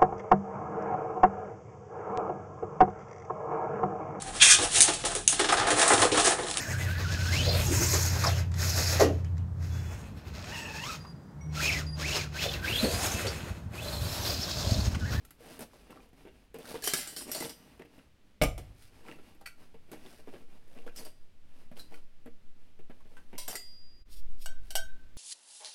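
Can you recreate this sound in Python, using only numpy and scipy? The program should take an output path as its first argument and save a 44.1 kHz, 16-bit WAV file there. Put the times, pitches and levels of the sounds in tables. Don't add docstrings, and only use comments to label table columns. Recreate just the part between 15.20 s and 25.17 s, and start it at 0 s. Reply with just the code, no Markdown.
import sys
import numpy as np
from scipy import signal
from scipy.fft import rfft, irfft, next_fast_len
from scipy.io import wavfile

SR = 44100
rng = np.random.default_rng(int(sys.argv[2]) if len(sys.argv) > 2 else 0)


def wrap_up_sound(samples):
    columns = np.atleast_2d(samples).T
    tamed = np.clip(columns, -1, 1)
    steps = np.round(tamed * 32767).astype(np.int16)
    wavfile.write(sys.argv[1], SR, steps)


N = 439677
TIME = np.arange(N) / SR
RING_TIME = np.arange(int(1.25 * SR)) / SR

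# (frequency [Hz], level [dB])
FOREST_SPECTRUM = [(29, -26.5), (50, 1), (87, 0.5), (131, -8.5), (198, -6), (884, -23.5), (2880, -23.5),
                   (7390, -34.5), (15500, -41.5)]
FOREST_DB = -62

# (frequency [Hz], level [dB])
PRESSURE_SPECTRUM = [(1, -0.5), (7, 1), (12, -12.5), (20, -40)]
# (frequency [Hz], level [dB])
RUMBLE_SPECTRUM = [(10, -4.5), (50, 2.5), (70, -18), (110, -41)]
# (time [s], level [dB])
BREEZE = [(0.0, -65), (1.57, -71.5), (5.67, -33.5), (8.9, -36.5), (9.95, -49)]
# (middle [s], length [s], rumble [dB], pressure swell [dB])
GUSTS = [(0.602, 3.3, -62.5, -80.5), (9.305, 0.84, -48, -27.5)]
CALM_DB = -70.5

# (time [s], level [dB])
RUMMAGE = [(0, -59.5), (1.2, -68), (3, -65.5), (4.7, -64.5), (5.3, -68), (6.1, -79.5), (6.4, -66),
           (7.2, -81), (7.9, -67.5), (8.6, -80)]
STIR_BRIGHT_DB = -8

# (time [s], thud [dB], hardness: tick over thud [dB], hollow note [Hz])
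BUMPS = [(.05, -65.5, 18.5, 300), (.107, -58.5, 13.5, 300), (0.205, -49, -8, 477), (.26, -52.5, -1.5, 600),
         (.392, -41, 0.5, 400), (0.407, -38, -1.5, 213), (.421, -48, 6.5, 694), (.533, -55, -10, 1020),
         (.705, -51, -2, 240), (.931, -53, -12, 252), (1.052, -45.5, -22, 383), (1.072, -43.5, -21, 379),
         (1.3426, -38, -11, 450), (1.386, -42, -6.5, 450), (1.543, -33.5, -17, 444), (2.079, -42, -4, 368),
         (2.15, -35, 2, 644), (2.207, -34, -3, 331), (2.224, -36, 1, 880), (2.5948, -40, -21, 367),
         (2.65, -49.5, -15, 298), (2.78, -49, -13, 264), (3.379, -43, -7, 700), (3.857, -52, -19, 230),
         (3.985, -48.5, -25, 393), (4.212, -49.5, -7.5, 793), (4.543, -49, -20, 450),
         (4.689, -54, -26, 344), (4.7163, -40, -4.5, 370), (4.731, -46, -17, 376), (4.754, -47.5, -14, 380),
         (4.85, -46, -28, 368), (4.989, -52.5, -26, 450), (5.074, -43.5, -21, 403),
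         (5.138, -40.5, -22, 378), (5.665, -41, -16, 495), (5.86, -48.5, -11, 610),
         (6.515, -45.5, -16, 235), (7.059, -42, -16, 237), (7.591, -49.5, -19, 373),
         (7.698, -44, -23.5, 227), (7.805, -58.5, -11, 1090), (7.855, -53, -25, 215),
         (7.969, -47, -24, 1540), (8.13, -38.5, -25, 220), (8.283, -37, 2, 697), (8.329, -41.5, 3, 714)]
# (frequency [Hz], level [dB])
THUD_SPECTRUM = [(90, -18), (200, 3), (370, -0.5), (700, -4.5), (1100, -18), (2200, -14.5), (5000, -36)]
# (frequency [Hz], level [dB])
TICK_SPECTRUM = [(500, -22.5), (1400, 1), (2600, -5), (5000, -9.5), (9000, -2.5), (13000, 0),
                 (16000, -14.5)]
THUD_TRIM_DB = -3
TAPS_PER_S, TAP_DB, TAP_SPREAD_DB, TAP_HARD_DB = 4.4, 3.5, 4, -8.5
HOLLOW_HZ, HOLLOW_OCTAVES, HOLLOW_DB, HOLLOW_T60_S = 373, .2, 2.5, 0.1
CUP_THUD_DB, CUP_TICK_DB = -9, 1

# (frequency [Hz], level [dB])
RUB_SPECTRUM = [(100, -4.5), (220, 9), (450, 0), (900, -4), (1500, -11.5), (2800, -9.5), (5000, -31.5)]
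# (frequency [Hz], level [dB])
WEAVE_SPECTRUM = [(700, -19.5), (1500, 2), (2900, -1.5), (5000, 1), (7000, -6.5), (9500, -2), (13200, -7),
                  (16000, -12.5)]
# (middle [s], length [s], rub [dB], brightness: hiss over rub [dB])
STROKES = [(0.27, 0.13, -56, -5), (0.343, 0.089, -53.5, -4), (0.587, 0.15, -60.5, -5.5),
           (0.743, 0.11, -51.5, -16), (1.504, 0.13, -46.5, -1.5), (1.759, 0.21, -52, 11),
           (2.037, 0.186, -47.5, -25), (2.301, 0.099, -52.5, -8), (3.635, 0.11, -69, 8.5),
           (3.898, 0.09, -48.5, -16), (4.916, 0.18, -60, 0), (5.15, 0.15, -56, -11),
           (5.572, 0.23, -57, -10), (5.814, 0.13, -50.5, -9.5), (6.593, 0.052, -50.5, -6),
           (6.748, 0.075, -54, -9), (7.943, 0.15, -63, -7.5), (9.494, 0.11, -67.5, 0.5)]
RUB_HZ, RUB_DB_PER_OCTAVE = 608, 34
DRAG_DELAY, DRAG_DB = 0.69, -8
DRAG_S, DRAG_AT_DB, DRAG_DOUBLING_DB = .02, -45, 12
DRAG_BRIGHT_DB, DRAG_FOLLOWS = -4, 0.83
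CREASES_PER_S, CREASE_DB, CREASE_CYCLES = 220, -9, 22

# (time [s], clatter [dB], clatter t60 [s], ping of the spot hit [Hz], ping [dB])
CUP_HITS = [(1.622, -43, 0.084, 1710, -45), (1.6401, -34, 0.11, 5600, -41.5),
            (1.6745, -24, 0.12, 3130, -32), (1.7356, -24, 0.12, 1670, -33), (1.8732, -42, 0.54, 7700, -44),
            (1.9641, -37.5, 0.29, 4580, -41.5), (2.1161, -35, .28, 12140, -33.5),
            (2.148, -37, 0.086, 4460, -38), (2.2031, -39, .2, 2020, -42), (2.2947, -42, 0.14, 5010, -48),
            (5.761, -48, .22, 5200, -54), (5.85, -49.5, 0.18, 4750, -51), (6.595, -50.5, 0.18, 4060, -45),
            (8.279, -39.5, 0.14, 12400, -37), (8.3541, -36, 0.095, 1980, -38)]
# (frequency [Hz], level [dB], t60 [s])
CUP_MODES = [(1905, -25, 2.2), (2062, -20.5, .5), (2977, -23, 1), (3311, -30, 0.87), (3591, -30.5, .8),
             (4400, -15.5, .2), (4490, -30, .7), (4840, -15.5, 1.7), (5550, -11.5, 0.2), (6720, -14, .25),
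             (7150, -11.5, .18), (7640, -7, 0.16), (8140, -23, .49), (8468, -8.5, .3), (8900, -16, .3),
             (9620, -9, .15), (12800, -8, .1)]
# (frequency [Hz], level [dB])
CLATTER_SPECTRUM = [(350, -36), (600, -1), (1050, -19), (1610, -8.5), (2370, -12.5), (3080, -2), (3480, -8),
                    (5790, -0.5), (6460, -11.5), (8990, -1), (11200, -11), (12800, -5), (16000, -21.5)]
# (middle [s], length [s], level [dB])
SCRAPES = [(1.655, 0.045, -35.5), (1.709, .04, -42), (1.788, 0.07, -37.5), (2, 0.061, -43.5),
           (2.155, 0.13, -44), (2.241, 0.069, -46), (5.78, 0.039, -48.5), (8.3, 0.045, -44)]
LOOSE_S = 0.087
CUP_RING_DB, CUP_LOOSE_DB = -13, 6
CUP_OUT_S, CUP_FREE_DB = 8, 10.5
CUP_STILL_S = 8.85
CANVAS_DAMP_HZ = 5820
PING_T60_S, PING_SPREAD = 0.14, .035
SLIPS_PER_S = 190
SCRAPE_RING_DB, SCRAPE_CLATTER_DB, SCRAPE_SHIMMER_DB = -10, -1, -6.5
CHATTER_PER_S, CHATTER_DB, CHATTER_SPREAD_DB = 110, -2.5, 2
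CHATTER_LOW_HZ, CHATTER_HIGH_HZ = 3990, 12300

# (time [s], clatter [dB], ring [dB], clatter t60 [s])
FLASK_HITS = [(1.7355, -38, -39.5, .08), (3.2155, -41, -37.5, 0.085), (3.22, -25.5, -31.5, 0.058),
              (3.235, -27, -31.5, 0.054), (3.379, -45.5, -57, 0.088)]
# (frequency [Hz], level [dB], t60 [s])
FLASK_MODES = [(1010, -19.5, 0.15), (1210, -4.5, 0.16), (2070, -4.5, 0.12), (2197, -1, .1),
               (2253, -0.5, 0.098), (2370, -10.5, 0.11), (2964, -6, 0.13), (4350, -14, 0.12),
               (5475, -8.5, 0.12), (7300, -13.5, 0.18)]

# (time [s], knock [dB], boom of the joists [dB])
PLANK_HITS = [(3.215, -16, -27.5), (3.234, -22, -57), (3.379, -51, -55.5)]
# (frequency [Hz], level [dB], t60 [s])
PLANK_MODES = [(36.1, -14, .6), (52, 0, 0.81), (82.5, -13, .7), (102.5, -9, 0.97), (133.3, -3, 0.57),
               (168, 2, 0.16), (205, 1.5, 0.18), (281, 0.5, .25), (341.6, 6.5, 0.21), (484, -0.5, 0.14),
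               (553, 3, 0.14), (617, 3, 0.12), (672.4, 3.5, 0.19), (746, -7, .25)]
# (frequency [Hz], level [dB])
BOARD_SPECTRUM = [(70, -17), (125, -2), (170, -14), (340, 0.5), (450, -5.5), (660, 2.5), (950, -15),
                  (1250, -16), (1630, -23), (2240, -11), (4000, -22.5)]
# (frequency [Hz], level [dB])
JOIST_SPECTRUM = [(30, 7), (52, 1.5), (80, -8), (125, -8), (160, -19)]
JOISTS_DB, JOISTS_T60_S = 1.5, 0.81

# (time [s], clatter [dB], ring [dB], clatter t60 [s])
LID_HITS = [(4.2585, -54, -55, .05), (4.2615, -45, -50, 0.08), (4.273, -50, -52, 0.1),
            (6.742, -59, -59, 0.084)]
# (frequency [Hz], level [dB], t60 [s])
LID_MODES = [(1390, 1.5, .08), (1484, 2, .1), (1950, 10.5, .03), (2277, 6, 0.063), (2490, 10.5, 0.033),
             (3080, -2, 0.1), (4450, 7, 0.044)]

# (time [s], clatter [dB], ring [dB], clatter t60 [s])
POT_HITS = [(8.1805, -36, -42, 0.28)]
# (frequency [Hz], level [dB], t60 [s])
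POT_MODES = [(993, -3, 0.32), (2150, -8.5, 0.29), (3890, -12, 0.17), (5060, -5, 0.15), (5960, -3, 0.14),
             (8204, -8, 0.17), (9814, -2, 0.26), (12950, 2.5, 0.09)]

# (middle [s], length [s], level [dB])
CAP_TURNS = [(8.953, 0.085, -55.5), (9.24, 0.077, -55)]
THREAD_SLIPS_PER_S, THREAD_T60_S, THREAD_LOW_HZ, THREAD_RASP_DB = 2200, 0.023, 2700, 1
# (time [s], clatter [dB], ring [dB], clatter t60 [s])
CAP_HITS = [(9.2595, -39.5, -43, 0.048), (9.5055, -39.5, -48, 0.093), (9.5535, -27.5, -29.5, 0.11)]
# (frequency [Hz], level [dB], t60 [s])
CAP_MODES = [(653, -9, .15), (760, -1, .027), (1488, -10, 0.27), (1532, -14.5, 0.7), (1550, -8.5, 0.33),
             (2225, -15, .15), (2894, -6.5, 0.13), (3150, -7, 0.23), (3785, -20, 0.4), (4500, -4.5, 0.082),
             (5690, -11, 0.19), (6535, -14.5, 0.24), (7768, -4.5, .08), (8376, -15, .1), (9200, -18, 0.11)]

# (frequency [Hz], level [dB])
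EARLY_SPECTRUM = [(100, 1), (3000, 0.56), (16000, -1.6)]
TAIL_SPECTRUM = [(60, -2.5), (3000, 4.5), (8000, -2), (16000, -8.0)]
# (time [s], level [dB])
DIP = [(8.82, -4), (8.845, -24), (8.86, -7), (8.89, -1)]
CUTOFF_HZ = 16100


def from_db(db):
    return 10 ** (np.asarray(db) / 20)


def rms_one(x):
    return x / np.sqrt(np.mean(x ** 2) + 1e-20)


def gains(rows):
    s, *columns = np.transpose(rows)
    return [from_db(np.interp(TIME, s, db)) for db in columns]


def colour(x, spectrum):
    hz, db = np.transpose(spectrum)
    size = next_fast_len(len(x))
    pitch = np.log2(np.fft.rfftfreq(size, 1 / SR) + 0.00089)
    beyond = np.abs(pitch - np.clip(pitch, np.log2(hz[0]), np.log2(hz[-1])))
    gain = from_db(np.interp(pitch, np.log2(hz), db) - 24 * beyond)
    return rms_one(irfft(rfft(x, size) * gain, size)[:len(x)])


def noise(spectrum, size=N):
    return colour(rng.standard_normal(size), spectrum)


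def drift(rate):
    return np.interp(TIME * rate, np.arange(4096), rng.standard_normal(4096))


def swell(middle, length):
    span = slice(max(int((middle - length) * SR), 0), min(int((middle + length) * SR), N))
    return span, 2 ** -np.abs((TIME[span] - middle) / (length / 2)) ** 3


def add(track, s, sound):
    start = round(s * SR)
    track[start:start + len(sound)] += sound[:N - start]


def dying(t60, size=None):
    return np.exp(-np.log(1000) * RING_TIME[:size] / max(t60, 1e-3))


def burst(spectrum, t60):
    fade = dying(t60)[:int(np.clip(1.3 * t60, .05, 1.2) * SR)]
    return noise(spectrum, size=len(fade)) * fade


def slips(per_s, spread_db):
    sizes = from_db(spread_db * np.minimum(rng.exponential(1, N), 4)) * rng.choice([-1, 1], N)
    return rms_one(sizes * (rng.random(N) < per_s / SR))


def resonance(x, hz, width_hz):
    r = np.exp(-np.pi * width_hz / SR)
    return signal.lfilter([1, 0, -1], [1, -2 * r * np.cos(2 * np.pi * hz / SR), r * r], x)


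def high_pass(x, hz):
    return signal.sosfilt(signal.butter(4, hz, "high", fs=SR, output="sos"), x)


def ring(modes, split_hz, vary_db):
    out = np.zeros(len(RING_TIME))
    chances = rng.standard_normal((len(modes), 3))
    for (hz, db, t60), (strength, gap, side) in zip(modes, chances):
        t = np.float32(RING_TIME[:int(max(t60, .02) * SR)])
        partner_hz = hz + split_hz * (1 + gap / 2)
        pair = np.sin(2 * np.pi * hz * t) + .5 * np.sin(2 * np.pi * partner_hz * t)
        gain = np.sign(side) * from_db(db + vary_db * strength)
        out[:len(t)] += gain * pair * dying(t60, size=len(t))
    return out


def crowded_modes(t60, count=420):
    size = 32768
    lines = np.zeros(size // 2 + 1, complex)
    bins = rng.integers(size // 80, size * 3 // 8, count)
    lines[bins] = rng.standard_normal(count) * np.exp(2j * np.pi * rng.random(count))
    return colour(irfft(lines), CLATTER_SPECTRUM) * dying(t60)[:size]


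def vessel(hits, modes, split_hz, crack_db):
    out = np.zeros(N)
    for s, clatter_db, ring_db, t60 in hits:
        add(out, s, from_db(clatter_db + crack_db) * burst(TICK_SPECTRUM, t60=0.051))
        add(out, s, from_db(clatter_db) * crowded_modes(t60))
        add(out, s, from_db(ring_db) * ring(modes, split_hz, vary_db=1.5))
    return high_pass(out + 1e-18, 480)


def forest():
    return from_db(FOREST_DB) * noise(FOREST_SPECTRUM)


def wind():
    pressure, = gains(BREEZE)
    rumble = np.full(N, from_db(CALM_DB))
    for middle, length, rumble_db, pressure_db in GUSTS:
        span, gain = swell(middle, length)
        rumble[span] += from_db(rumble_db) * gain
        pressure[span] += from_db(pressure_db) * gain
    lumps = from_db(2.0 * drift(rate=1.5))
    return pressure * noise(PRESSURE_SPECTRUM) + rumble * noise(RUMBLE_SPECTRUM) * lumps


def clothes():
    busy, = gains(RUMMAGE)
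    rub = colour(slips(per_s=1100, spread_db=1.5), RUB_SPECTRUM)
    stir = rub + from_db(STIR_BRIGHT_DB) * noise(WEAVE_SPECTRUM)
    return busy * stir * from_db(8.0 * np.minimum(drift(rate=12), 1))


def taps():
    times = TIME[rng.random(N) < TAPS_PER_S / SR]
    levels = np.interp(times, *np.transpose(RUMMAGE)) + TAP_DB
    chance = TAP_SPREAD_DB * rng.standard_normal((len(times), 2))
    return [(s, db + louder, TAP_HARD_DB + harder)
            for s, db, (louder, harder) in zip(times, levels, chance)]


def gear():
    shaken = [(s, db + CUP_THUD_DB, CUP_TICK_DB - CUP_THUD_DB) for s, db, *_ in CUP_HITS]
    stray = [(*row, HOLLOW_HZ * 2 ** (HOLLOW_OCTAVES * rng.standard_normal()))
             for row in shaken + taps()]
    out = np.zeros(N)
    for s, db, hard_db, hz in BUMPS + stray:
        higher = max(hz / HOLLOW_HZ, 1)
        thud_spectrum = [(f * higher, level) for f, level in THUD_SPECTRUM]
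        hum = np.sin(2 * np.pi * hz * RING_TIME) * dying(HOLLOW_T60_S / np.sqrt(higher))
        add(out, s, from_db(db + THUD_TRIM_DB) * burst(thud_spectrum, t60=0.1))
        add(out, s, from_db(db + HOLLOW_DB) * hum)
        add(out, s, from_db(db + hard_db) * burst(TICK_SPECTRUM, t60=0.04))
    return out


def creases(count=14):
    snaps = np.zeros(N)
    for hz in np.geomspace(750, 3400, count):
        clicks = slips(per_s=CREASES_PER_S / count, spread_db=5.5) + 1e-18
        snaps += rms_one(resonance(clicks, hz, width_hz=2 * hz / CREASE_CYCLES))
    return rms_one(snaps)


def canvas():
    tugs = drift(rate=45)
    friction = colour(slips(per_s=700, spread_db=2.0), RUB_SPECTRUM) * from_db(5.3 * tugs)
    hiss = colour(slips(per_s=2600, spread_db=4.0), WEAVE_SPECTRUM)
    hiss = hiss * from_db(1.0 * tugs + 1.0 * drift(rate=38))
    crackle = from_db(CREASE_DB) * creases()
    drags = []
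    for s, db, hard_db, _ in BUMPS:
        length = DRAG_S * 2 ** ((db - DRAG_AT_DB) / DRAG_DOUBLING_DB)
        bright_db = DRAG_BRIGHT_DB + DRAG_FOLLOWS * hard_db
        drags.append((s + DRAG_DELAY * length, length, db + DRAG_DB, bright_db))
    out = np.zeros(N)
    for middle, length, db, bright_db in STROKES + drags:
        span, gain = swell(middle, length)
        hz = RUB_HZ * 2 ** (bright_db / RUB_DB_PER_OCTAVE)
        drumming = rms_one(resonance(friction[span], hz, width_hz=.5 * hz))
        rub = rms_one(drumming + from_db(2.0) * friction[span])
        out[span] += from_db(db) * gain * (rub + crackle[span] + from_db(bright_db) * hiss[span])
    return out


def ping(hz):
    modes = [(hz * (1 + PING_SPREAD * k), -5 * abs(k), PING_T60_S) for k in (-1, 0, 1)]
    return ring(modes, split_hz=27.6, vary_db=1.0)


def scraping(modes):
    friction = slips(per_s=SLIPS_PER_S, spread_db=-2.5) * from_db(2.0 * drift(rate=42))
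    out = np.zeros(N)
    for middle, length, db in SCRAPES:
        span, gain = swell(middle, length)
        parts = [(SCRAPE_RING_DB, ring(modes, split_hz=4.1, vary_db=-7.5)),
                 (SCRAPE_CLATTER_DB, crowded_modes(t60=0.08)),
                 (SCRAPE_SHIMMER_DB, crowded_modes(t60=0.55, count=220))]
        body = np.zeros(len(RING_TIME))
        for part_db, part in parts:
            add(body, 0, from_db(part_db) * part / np.linalg.norm(part))
        force = from_db(db) * gain * rms_one(friction[span])
        add(out, span.start / SR, signal.fftconvolve(force, body))
        for catch in np.flatnonzero(rng.random(len(gain)) < CHATTER_PER_S / SR):
            hz = CHATTER_LOW_HZ * (CHATTER_HIGH_HZ / CHATTER_LOW_HZ) ** rng.random()
            catch_db = db + CHATTER_DB + CHATTER_SPREAD_DB * rng.uniform(-1, 1)
            add(out, (span.start + catch) / SR, from_db(catch_db) * gain[catch] * ping(hz))
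    return out


def cup():
    packed = [(hz, db, 1 / (1 / t60 + (hz / CANVAS_DAMP_HZ) ** 2)) for hz, db, t60 in CUP_MODES]
    inside, free = [], []
    for s, db, t60, *_ in CUP_HITS:
        ring_db = db + CUP_RING_DB + CUP_LOOSE_DB * np.log2(t60 / LOOSE_S) + CUP_FREE_DB * (s > CUP_OUT_S)
        (free if s > CUP_OUT_S else inside).append((s, db, ring_db, t60))
    out = scraping(packed) + vessel(inside, packed, split_hz=1.4, crack_db=-7.5)
    out += vessel(free, CUP_MODES, split_hz=0.69, crack_db=0)
    for s, _, _, ping_hz, ping_db in CUP_HITS:
        add(out, s, from_db(ping_db) * ping(ping_hz))
    return out * np.clip((CUP_STILL_S - TIME) / 0.02, 0, 1)


def flask():
    return vessel(FLASK_HITS, FLASK_MODES, split_hz=50, crack_db=-2.0)


def planks():
    out = np.zeros(N)
    boom = np.zeros(len(RING_TIME))
    for k, (hz, mode_db, t60) in enumerate(PLANK_MODES):
        boom += (-1) ** k * from_db(mode_db) * np.sin(2 * np.pi * hz * RING_TIME) * dying(t60)
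    for s, db, boom_db in PLANK_HITS:
        add(out, s, from_db(db) * burst(BOARD_SPECTRUM, t60=0.099))
        add(out, s, from_db(boom_db) * boom)
        add(out, s, from_db(boom_db + JOISTS_DB) * burst(JOIST_SPECTRUM, t60=JOISTS_T60_S))
    return out


def lid():
    return vessel(LID_HITS, LID_MODES, split_hz=56, crack_db=0.5)


def pot():
    return vessel(POT_HITS, POT_MODES, split_hz=30, crack_db=-9)


def thread():
    friction = slips(per_s=THREAD_SLIPS_PER_S, spread_db=2.0) * from_db(2.0 * drift(rate=45))
    neck = rms_one(signal.fftconvolve(friction, crowded_modes(THREAD_T60_S))[:N])
    rasp = from_db(THREAD_RASP_DB) * colour(friction, WEAVE_SPECTRUM)
    turning = rms_one(high_pass(neck + rasp, THREAD_LOW_HZ))
    out = np.zeros(N)
    for middle, length, db in CAP_TURNS:
        span, gain = swell(middle, length)
        out[span] += from_db(db) * gain * turning[span]
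    return out


def cap():
    return vessel(CAP_HITS, CAP_MODES, split_hz=27.0, crack_db=-6)


def shelter(x, early_db, tail_db):
    early = burst(EARLY_SPECTRUM, t60=0.22)
    tail = burst(TAIL_SPECTRUM, t60=0.87)
    echo = np.zeros(len(RING_TIME) + SR)
    add(echo, .003, from_db(early_db) * early / np.linalg.norm(early))
    add(echo, .02, from_db(tail_db) * tail / np.linalg.norm(tail))
    return x + signal.fftconvolve(x, echo)[:N]


def scene():
    soft = clothes() + gear() + canvas()
    hard = cup() + flask() + planks() + lid() + pot()
    handling = shelter(soft + hard, early_db=-8.5, tail_db=-30.5)
    near = shelter(thread() + cap(), early_db=-11.0, tail_db=-48.0)
    outdoors = forest() + wind()
    dip, = gains(DIP)
    return ((handling + near + outdoors) * dip)[None]


def record(dry):
    return signal.sosfilt(signal.ellip(10, .1, 80, CUTOFF_HZ, fs=SR, output="sos"), dry)


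dry = scene()
out = record(dry)
wrap_up_sound(out)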